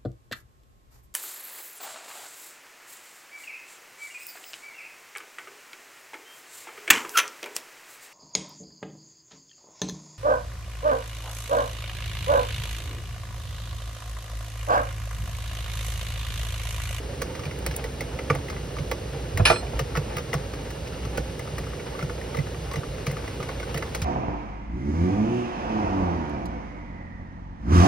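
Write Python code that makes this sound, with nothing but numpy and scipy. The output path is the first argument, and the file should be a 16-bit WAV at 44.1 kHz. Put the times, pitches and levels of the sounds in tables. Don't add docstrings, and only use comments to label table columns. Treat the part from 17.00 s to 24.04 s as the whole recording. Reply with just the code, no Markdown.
import sys
import numpy as np
from scipy import signal
from scipy.fft import rfft, irfft, next_fast_len
from scipy.io import wavfile

SR = 44100
rng = np.random.default_rng(int(sys.argv[2]) if len(sys.argv) > 2 else 0)


def int16_out(signal):
    q = np.round(np.clip(np.atleast_2d(signal).T, -1, 1) * 32767)
    wavfile.write(sys.argv[1], SR, q.astype(np.int16))


N = 310680

# [f/Hz, relative level/dB, t60/s]
BELLY_MODES = [(308, -0.5, 0.025), (495, 10.5, 0.021), (666, -3.5, 0.048), (793, 5, 0.017)]
# [f/Hz, relative level/dB, t60/s]
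WALL_MODES = [(864, 4.5, 0.015), (1040, -14, 0.024), (1173, -1.5, 0.045), (1281, -0.5, 0.032),
              (1442, -2.5, 0.032), (1610, -14, 0.016), (1727, 0, 0.022), (1963, 0, 0.024), (2090, 1, 0.028),
              (2260, -5, 0.043), (2480, -4.5, 0.026), (2810, -4.5, 0.021)]


def amp(db):
    return 10 ** (np.asarray(db) / 20)


def unit(x):
    return x / np.sqrt(np.mean(x ** 2) + 1e-20)


def along(points, hz):
    f, v = np.transpose(points)
    return np.interp(np.log(hz + 1), np.log(f + 1), v)


def curve(rows):
    return np.interp(np.arange(N) / SR, *np.transpose(rows))


def filtered(x, response):
    m = next_fast_len(N + SR // 2)
    return irfft(rfft(x, m) * response(np.fft.rfftfreq(m, 1 / SR)), m)[..., :N]


def coloured(points):
    return unit(filtered(rng.standard_normal(N), lambda hz: amp(along(points, hz))))


def ring(modes, spread_db, attack, size):
    t = np.arange(size) / SR
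    hz, db, t60 = np.transpose(modes)[:, :, None]
    luck = rng.standard_normal((2, len(modes), 1))
    decay = amp(db + spread_db * luck[0] - 60 * t / t60)
    tones = np.sin(2 * np.pi * hz * (1 + 0.024 * luck[1]) * t)
    x = np.sum(decay * tones, axis=0) * (1 - np.exp(-t / attack))
    return x / np.abs(x).max()


def add(track, s, x):
    part = track[round(s * SR):][:len(x)]
    part += x[:len(part)]


def puff(t60, size):
    return amp(-60 * np.arange(size) / SR / t60)


def air():
    # [f/Hz, relative level/dB]
    air_colour = [(24, -24), (31, -34), (41, -50), (50, -18), (60, -2), (80, -2), (140, -3), (200, -11),
                  (340, -11.5), (520, -8.5), (640, -16.5), (1100, -24), (2850, -28), (3200, -28),
                  (8000, -34), (16000, -48.5)]
    whistle = unit(filtered(rng.standard_normal(N), lambda f: 1 / (1 + ((f - 2850) / 60) ** 2)))
    hum = unit(filtered(rng.standard_normal(N), lambda f: 1 / (1 + ((f - 58) / 5) ** 2)))
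    tonal = amp(-39.0) * hum + amp(-56.5) * whistle
    hiss = np.array([coloured(air_colour), coloured(air_colour)])
    return amp(-34.5) * hiss + tonal * [[1], [0]]


def soft(hz, edge_hz):
    return 1 / (1 + 1j * hz / edge_hz) ** 2


def resonances(modes, width_hz):
    def response(f):
        bands = sum(amp(db) * 1j * f * width_hz / (centre * centre - f * f + 1j * f * width_hz)
                    for centre, db, _ in modes)
        return soft(f, 4800) * bands
    return response


def scrape():
    # [t/s, level/dB]
    drag_level = [(0.0, -50), (0.61, -47.5), (1.12, -48.5), (1.41, -45), (1.86, -56), (2.21, -46),
                  (2.55, -47.5), (3.22, -47.5), (3.41, -49), (3.71, -49.5), (4.29, -49.5), (4.65, -48),
                  (5.23, -47), (5.51, -47.5), (6.04, -47.5), (6.2, -47.5), (7.04, -50.5)]
    slips_per_s = 110
    slips = (rng.random(N) < slips_per_s / SR) * amp(2.5 * rng.standard_normal(N))
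    rub_shape = puff(0.09, size=4096) - puff(0.018, size=4096)
    rubs = signal.fftconvolve(slips, rub_shape)[:N] * rng.standard_normal(N)
    wall = unit(filtered(rubs, resonances(WALL_MODES, 220)))
    belly = unit(filtered(rubs, resonances(BELLY_MODES, 85)))
    return amp(curve(drag_level)) * (amp(-5.0) * wall + amp(2.5) * belly)


def taps():
    # [t/s, wall peak level/dB, favoured f/Hz, crack level re wall peak/dB]
    tap_list = [(0.217, -20, 1110, -7.5), (0.3511, -29.5, 1070, -8.5), (0.393, -32, 1200, -7),
                (0.4353, -29.5, 2000, -14), (0.453, -30, 2300, -9), (0.5109, -27.5, 2200, -16),
                (0.558, -40, 2000, -18), (0.6632, -19.5, 1970, -8.5), (0.7115, -28, 1730, -7.5),
                (0.74, -32, 2150, -11), (0.8411, -25.5, 1960, -9.5), (1.0072, -22, 2000, -11.5),
                (1.1894, -22.5, 2000, -16.5), (1.3006, -11, 1900, -21), (1.303, -15.5, 1180, -30),
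                (1.3508, -25, 2040, -12), (1.484, -28.5, 2030, -14), (1.5, -26.5, 2090, -10),
                (1.5648, -29, 2040, -25), (1.7663, -28.5, 1190, -13), (1.7854, -27.5, 2080, -13),
                (1.9145, -15.5, 2150, -15), (2.374, -19, 2040, -8.5), (2.792, -16.5, 1580, -10),
                (2.9527, -20, 1220, -17), (2.962, -22.5, 1900, -15), (2.9704, -19, 1860, -14),
                (3.1682, -21, 1340, -13), (3.1823, -25, 1880, -10), (3.331, -15, 2010, -15),
                (3.341, -19, 1140, -18), (3.5359, -29.5, 1350, -9), (3.705, -32.5, 1460, -6),
                (3.8726, -36.5, 2390, -3), (4.0509, -33.5, 1150, -5.5), (4.1738, -30, 2300, -7),
                (4.1768, -22, 1440, -15), (4.198, -37, 2300, -18), (4.3943, -25.5, 1460, -17),
                (4.4753, -30, 1250, -15), (4.5815, -23.5, 1950, -12), (4.669, -32.5, 1190, -20),
                (4.7338, -30.5, 1200, -18), (4.7963, -34, 2190, -15), (4.9501, -31, 1200, -16),
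                (4.9909, -25.5, 1220, -14), (5.011, -29, 2100, -20), (5.026, -30, 1470, -7),
                (5.0961, -27.5, 1480, -17), (5.2124, -32, 2070, -19), (5.3467, -23, 1300, -16),
                (5.3701, -26, 2080, -12), (5.388, -26, 2080, -13), (5.4677, -30, 1430, -17),
                (5.5451, -32, 2220, -20), (5.7134, -28, 1280, -10), (5.7379, -23.5, 1240, -18),
                (5.758, -25.5, 1980, -10), (5.8326, -29, 1220, -27), (5.946, -35, 2060, -23),
                (5.9813, -34, 1510, -17), (6.0674, -22.5, 2750, -6), (6.098, -33, 1930, -13),
                (6.1115, -29, 2010, -12), (6.1678, -24.5, 1250, -17), (6.2774, -26.5, 2100, -13),
                (6.4023, -28, 1290, -13), (6.4278, -28, 1490, -10), (6.4891, -24, 1490, -15),
                (6.5989, -27.5, 2100, -11.5), (6.629, -27.5, 1500, -15), (6.7435, -25, 1330, -5.5),
                (6.7606, -30, 2070, -22), (6.774, -25, 2000, -8.5), (6.8244, -20.5, 1570, -16.5),
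                (6.948, -21, 2250, -6.5), (7.018, -29.5, 1540, 1)]
    # [t/s, peak level/dB]
    extra_belly = [(1.306, -30), (1.356, -28), (4.178, -18.5)]
    # [f/Hz, relative level/dB]
    crack_colour = [(2500, -1.5), (3500, -5), (6000, -4.5), (9000, -14.5), (15000, -18)]
    middling_db = -25
    belly_db, belly_growth, belly_lag_s = -28, 0.97, 0.00508
    focus_db_per_octave, focus_widens = 4.5, 0.26
    spot_db, spot_octaves = 6.5, 0.088
    chatter_t60_s, chatter_per_s, chatter_db = 0.021, 600, -6
    chatter_shrinks = 0.15
    bowl, crack = np.zeros(N), np.zeros(N)
    for s, db, hz, edge_db in tap_list:
        firmness_db = db - middling_db
        octaves = np.abs(np.log2(np.array(WALL_MODES)[:, 0] / hz))
        lift_db = spot_db * np.exp(-(octaves / spot_octaves) ** 2)
        loss_db = (focus_db_per_octave - focus_widens * firmness_db) * octaves - lift_db
        wall = np.array(WALL_MODES) - np.outer(loss_db, [0, 1, 0])
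        landings = (rng.random(1600) < chatter_per_s / SR) * rng.standard_normal(1600)
        chatter_gain = amp(chatter_db - chatter_shrinks * firmness_db)
        chatter = chatter_gain * puff(chatter_t60_s, size=1600) * landings
        chatter[0] = 1
        rung = signal.fftconvolve(ring(wall, 2.9, 0.00062, size=4096), chatter)
        add(bowl, s, amp(db) * rung / np.abs(rung).max())
        belly = ring(BELLY_MODES, 2.0, 0.0017, size=4096)
        add(bowl, s + belly_lag_s, amp(belly_db + belly_growth * firmness_db) * belly)
        add(crack, s, amp(db + edge_db) * puff(0.076, size=4096))
    for s, db in extra_belly:
        add(bowl, s, amp(db) * ring(BELLY_MODES, 3.2, 0.0027, size=4096))
    return bowl + crack * coloured(crack_colour)


def ticks():
    # [t/s, level at onset/dB]
    tick_list = [(0.218, -29.5), (0.5881, -41), (0.6635, -24.5), (0.7633, -22.5), (0.84, -42),
                 (1.0083, -32), (1.3498, -34.5), (1.9126, -31), (2.3738, -28), (2.792, -33),
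                 (2.9716, -34.5), (3.168, -32.5), (3.339, -29.5), (3.708, -41), (4.174, -31.5),
                 (4.3929, -38), (4.583, -35), (5.3687, -40), (5.735, -36), (6.0643, -35), (6.1155, -37),
                 (6.777, -33), (6.9494, -34), (7.0179, -35)]
    # [f/Hz, relative level/dB]
    wire_colour = [(2500, -10), (5500, -7.5), (7500, 8.5), (10500, -0.5), (13000, 1), (16000, 2.5)]
    rattle, t = np.zeros(N), np.arange(2048) / SR
    rattle_s = 0.0048
    for s, db in tick_list:
        add(rattle, s, amp(db) * np.exp(-(t / rattle_s) ** 2))
    return rattle * coloured(wire_colour)


def thuds():
    # [t/s, peak level of the strongest mode/dB, favoured f/Hz]
    pushes = [(0.393, -33.5, 120), (0.462, -27.5, 170), (0.685, -28, 170), (0.851, -31, 60),
              (1.303, -17.5, 170), (1.36, -25, 170), (1.595, -33, 130), (1.803, -23.5, 180),
              (2.148, -28, 170), (2.345, -19, 100), (2.4, -11, 100), (2.5, -24.5, 120), (2.742, -23, 60),
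              (2.807, -23, 170), (2.975, -19, 180), (3.152, -30.5, 130), (3.35, -20.5, 190),
              (4.05, -28, 120), (4.188, -25, 60), (4.194, -28, 180), (4.518, -25.5, 180),
              (4.603, -31.5, 120), (5.029, -21.5, 160), (5.385, -18, 170), (5.77, -21, 170),
              (5.881, -28, 50), (6.078, -19, 150), (6.123, -25.5, 180), (6.396, -27.5, 170),
              (6.75, -23, 150), (7.021, -22.5, 120)]
    # [f/Hz, t60/s]
    table_modes = [(140.2, 0.099), (100, 0.14), (58.5, 0.36)]
    loss_db_per_octave = 15.5
    table, modes_hz = np.zeros(N), np.array(table_modes)[:, 0]
    for s, db, favoured_hz in pushes:
        loss_db = loss_db_per_octave * np.abs(np.log2(modes_hz / favoured_hz))
        for (hz, t60), down_db in zip(table_modes, loss_db - loss_db.min()):
            add(table, s, amp(db - down_db) * ring([(hz, 0, t60)], 0, 0.0074, size=SR // 3))
    return table


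def knocks():
    # [t/s, peak level/dB, rattle t60/s, favoured f/Hz]
    knock_list = [(2.396, -16.5, 0.036, 450), (2.403, -18, 0.03, 400), (2.4992, -10.5, 0.024, 1200),
                  (2.5025, -2.5, 0.041, 860), (2.511, -10.5, 0.11, 1010), (2.558, -21.5, 0.05, 2300),
                  (2.626, -25, 0.14, 720), (2.664, -31, 0.05, 2800), (2.73, -25, 0.11, 890)]
    # [f/Hz, relative level/dB, t60/s]
    board_modes = [(254, -7, 0.032), (400, -6.5, 0.071), (499, -2.5, 0.06), (617, -8, 0.023),
                   (673, 1.5, 0.034), (740, 0, 0.034), (852, -0.5, 0.022), (940, -3, 0.019),
                   (1190, -3.5, 0.028), (1305, -6, 0.03), (1705, -3.5, 0.022), (2470, -0.5, 0.017),
                   (3010, -1, 0.012), (3450, -2, 0.012), (4470, -13, .01)]
    loss_db_per_octave = 6.5
    lead_fades = 0.7
    wood = np.zeros(N)
    for s, db, t60, hz in knock_list:
        loss_db = loss_db_per_octave * np.abs(np.log2(np.array(board_modes)[:, 0] / hz))
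        board = np.array(board_modes) - np.outer(loss_db, [0, 1, 0])
        rattle = 0.053 * puff(t60, size=8192) * rng.standard_normal(8192)
        rattle[0] = amp(lead_fades * db)
        knock = signal.fftconvolve(ring(board, 0.98, 0.0011, size=4096), rattle)
        add(wood, s, amp(db) * knock / np.abs(knock).max())
    return wood


def clinks():
    # [t/s, level/dB]
    contacts = [(2.453, -10.5), (2.457, -19), (2.471, -19.5), (2.5, -21.5)]
    # [f/Hz, relative level/dB, t60/s]
    glass_modes = [(1723, -8, 0.09), (2422, 0, 0.12), (2462, -2, 0.08), (2567, -1, 0.09), (2720, -4, 0.077),
                   (2802, 2, 0.06), (2988, -4, 0.09), (3390, -3, 0.07), (3529, -4, 0.08), (3720, -9, 0.077),
                   (4204, -1, 0.07), (4402, -8, 0.1), (4565, -13, 0.08), (5022, -6, 0.075),
                   (5254, -9, 0.08), (5410, -11, 0.1), (6675, -17, 0.15), (7800, -13, 0.1),
                   (8110, -14, 0.09), (9350, -11, 0.09), (10430, -13, 0.2), (10828, -13, 0.17),
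                   (12860, -15, 0.15)]
    # [f/Hz, level before the swell/dB, t60/s, start t/s]
    swelling = [(1330, -41, 0.5, 2.53), (4170, -35, 0.9, 2.526), (5254, -42, 0.6, 2.525),
                (7786, -33, 2, 2.505)]
    # [f/Hz, relative level/dB]
    crash_colour = [(400, -1), (1000, 5.5), (2600, 1.5), (5000, -4), (10000, -16), (13000, -26),
                    (16000, -29)]
    swell_s = 0.0065
    fade_start_s, fade_t60_s = 2.597, 0.13
    glass, clatter, t = np.zeros(N), np.zeros(N), np.arange(SR // 2) / SR

    def wavering(hz):
        return np.sin(2 * np.pi * hz * t + np.cumsum(rng.normal(0, 0.0056, len(t))))

    for s, db in contacts:
        onset = 1 - puff(0.0033, size=len(t))
        rung = sum(amp(level + rng.normal(0, 1.4) - 60 * t / t60) * onset * wavering(hz)
                   for hz, level, t60 in glass_modes)
        add(glass, s, amp(db - 5.5) * rung)
        add(clatter, s, amp(db - 9.0) * puff(0.2, size=len(t)))
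    for hz, db, t60, s in swelling:
        swell = amp(db - 60 * t / t60) * (1 - np.exp(-t / swell_s))
        faster_fade = amp(-60 * np.maximum(t + s - fade_start_s, 0) / fade_t60_s)
        add(glass, s, swell * faster_fade * wavering(hz))
    return glass + clatter * coloured(crash_colour)


def tail(decay, size):
    hz, t, z = signal.stft(rng.standard_normal(size), SR, nperseg=128)
    x = signal.istft(z * amp(-60 * t / along(decay, hz)[:, None]), SR, nperseg=128)[1]
    return x / np.linalg.norm(x)


def room(x):
    # [f/Hz, t60/s]
    room_decay = [(100, 0.41), (1000, 0.11), (10000, 0.08)]
    return amp(-11.0) * signal.fftconvolve(x, tail(room_decay, size=SR // 2))[:N]


def scatter(x, step):
    out, fade = np.zeros(N), np.sqrt(np.hanning(2 * step))
    for start in range(0, N, step):
        piece = x[start:start + 2 * step]
        echoes = tail([(100, 0.0034), (10000, 0.016)], size=1024)
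        add(out, start / SR, signal.fftconvolve(piece * fade[:len(piece)], echoes))
    return out


def scene():
    # [f/Hz, correlation 0-1]
    likeness = [(60, .999), (170, 0.96), (450, 0.92), (800, 0), (2000, 0.95), (3100, 0), (5000, 0.97),
                (6000, 0.63), (7200, 1), (8000, 0.94), (8700, 0.45), (10000, 0.87), (11400, .99),
                (12100, 0.4), (13300, 1), (14200, 0.9), (15000, 0.6)]
    near = scrape() + taps() + ticks() + knocks() + clinks()
    near = near + room(near) + thuds()
    pair = [near, amp(0.5) * scatter(near, step=SR // 10)] + air()

    def weights(hz):
        turn = np.arccos(np.clip(along(likeness, hz), 0, 1)) / 2
        return np.array([np.cos(turn), np.sin(turn)])

    same, other = filtered(pair, weights)
    return np.array([same + other, same - other])


def record(dry):
    # [f/Hz, level difference/dB]
    lean = [(60, -1), (130, -2), (290, -1), (640, -4.5), (1410, 1), (3100, -0.5), (6820, 1), (15000, 0.5)]
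    # [f/Hz, phase lead/half turns]
    lead = [(100, 0), (400, .05), (650, .25), (1500, 0), (2900, .2), (5400, .15), (6900, 1), (7900, 1),
            (9800, 2), (11500, 2), (12900, 3), (14300, 3), (15700, 4)]
    dull_hz, top_hz = 15900, 16800
    sides = np.array([[.5], [-.5]])

    def port_response(hz):
        return amp(sides * along(lean, hz)) * np.exp(1j * np.pi * sides * along(lead, hz))

    ports = filtered(dry, port_response)
    dulled = filtered(ports, lambda hz: np.where(hz < dull_hz, 1, amp(-27)))
    return filtered(dulled, lambda hz: hz < top_hz)


dry = scene()
out = record(dry)
int16_out(out)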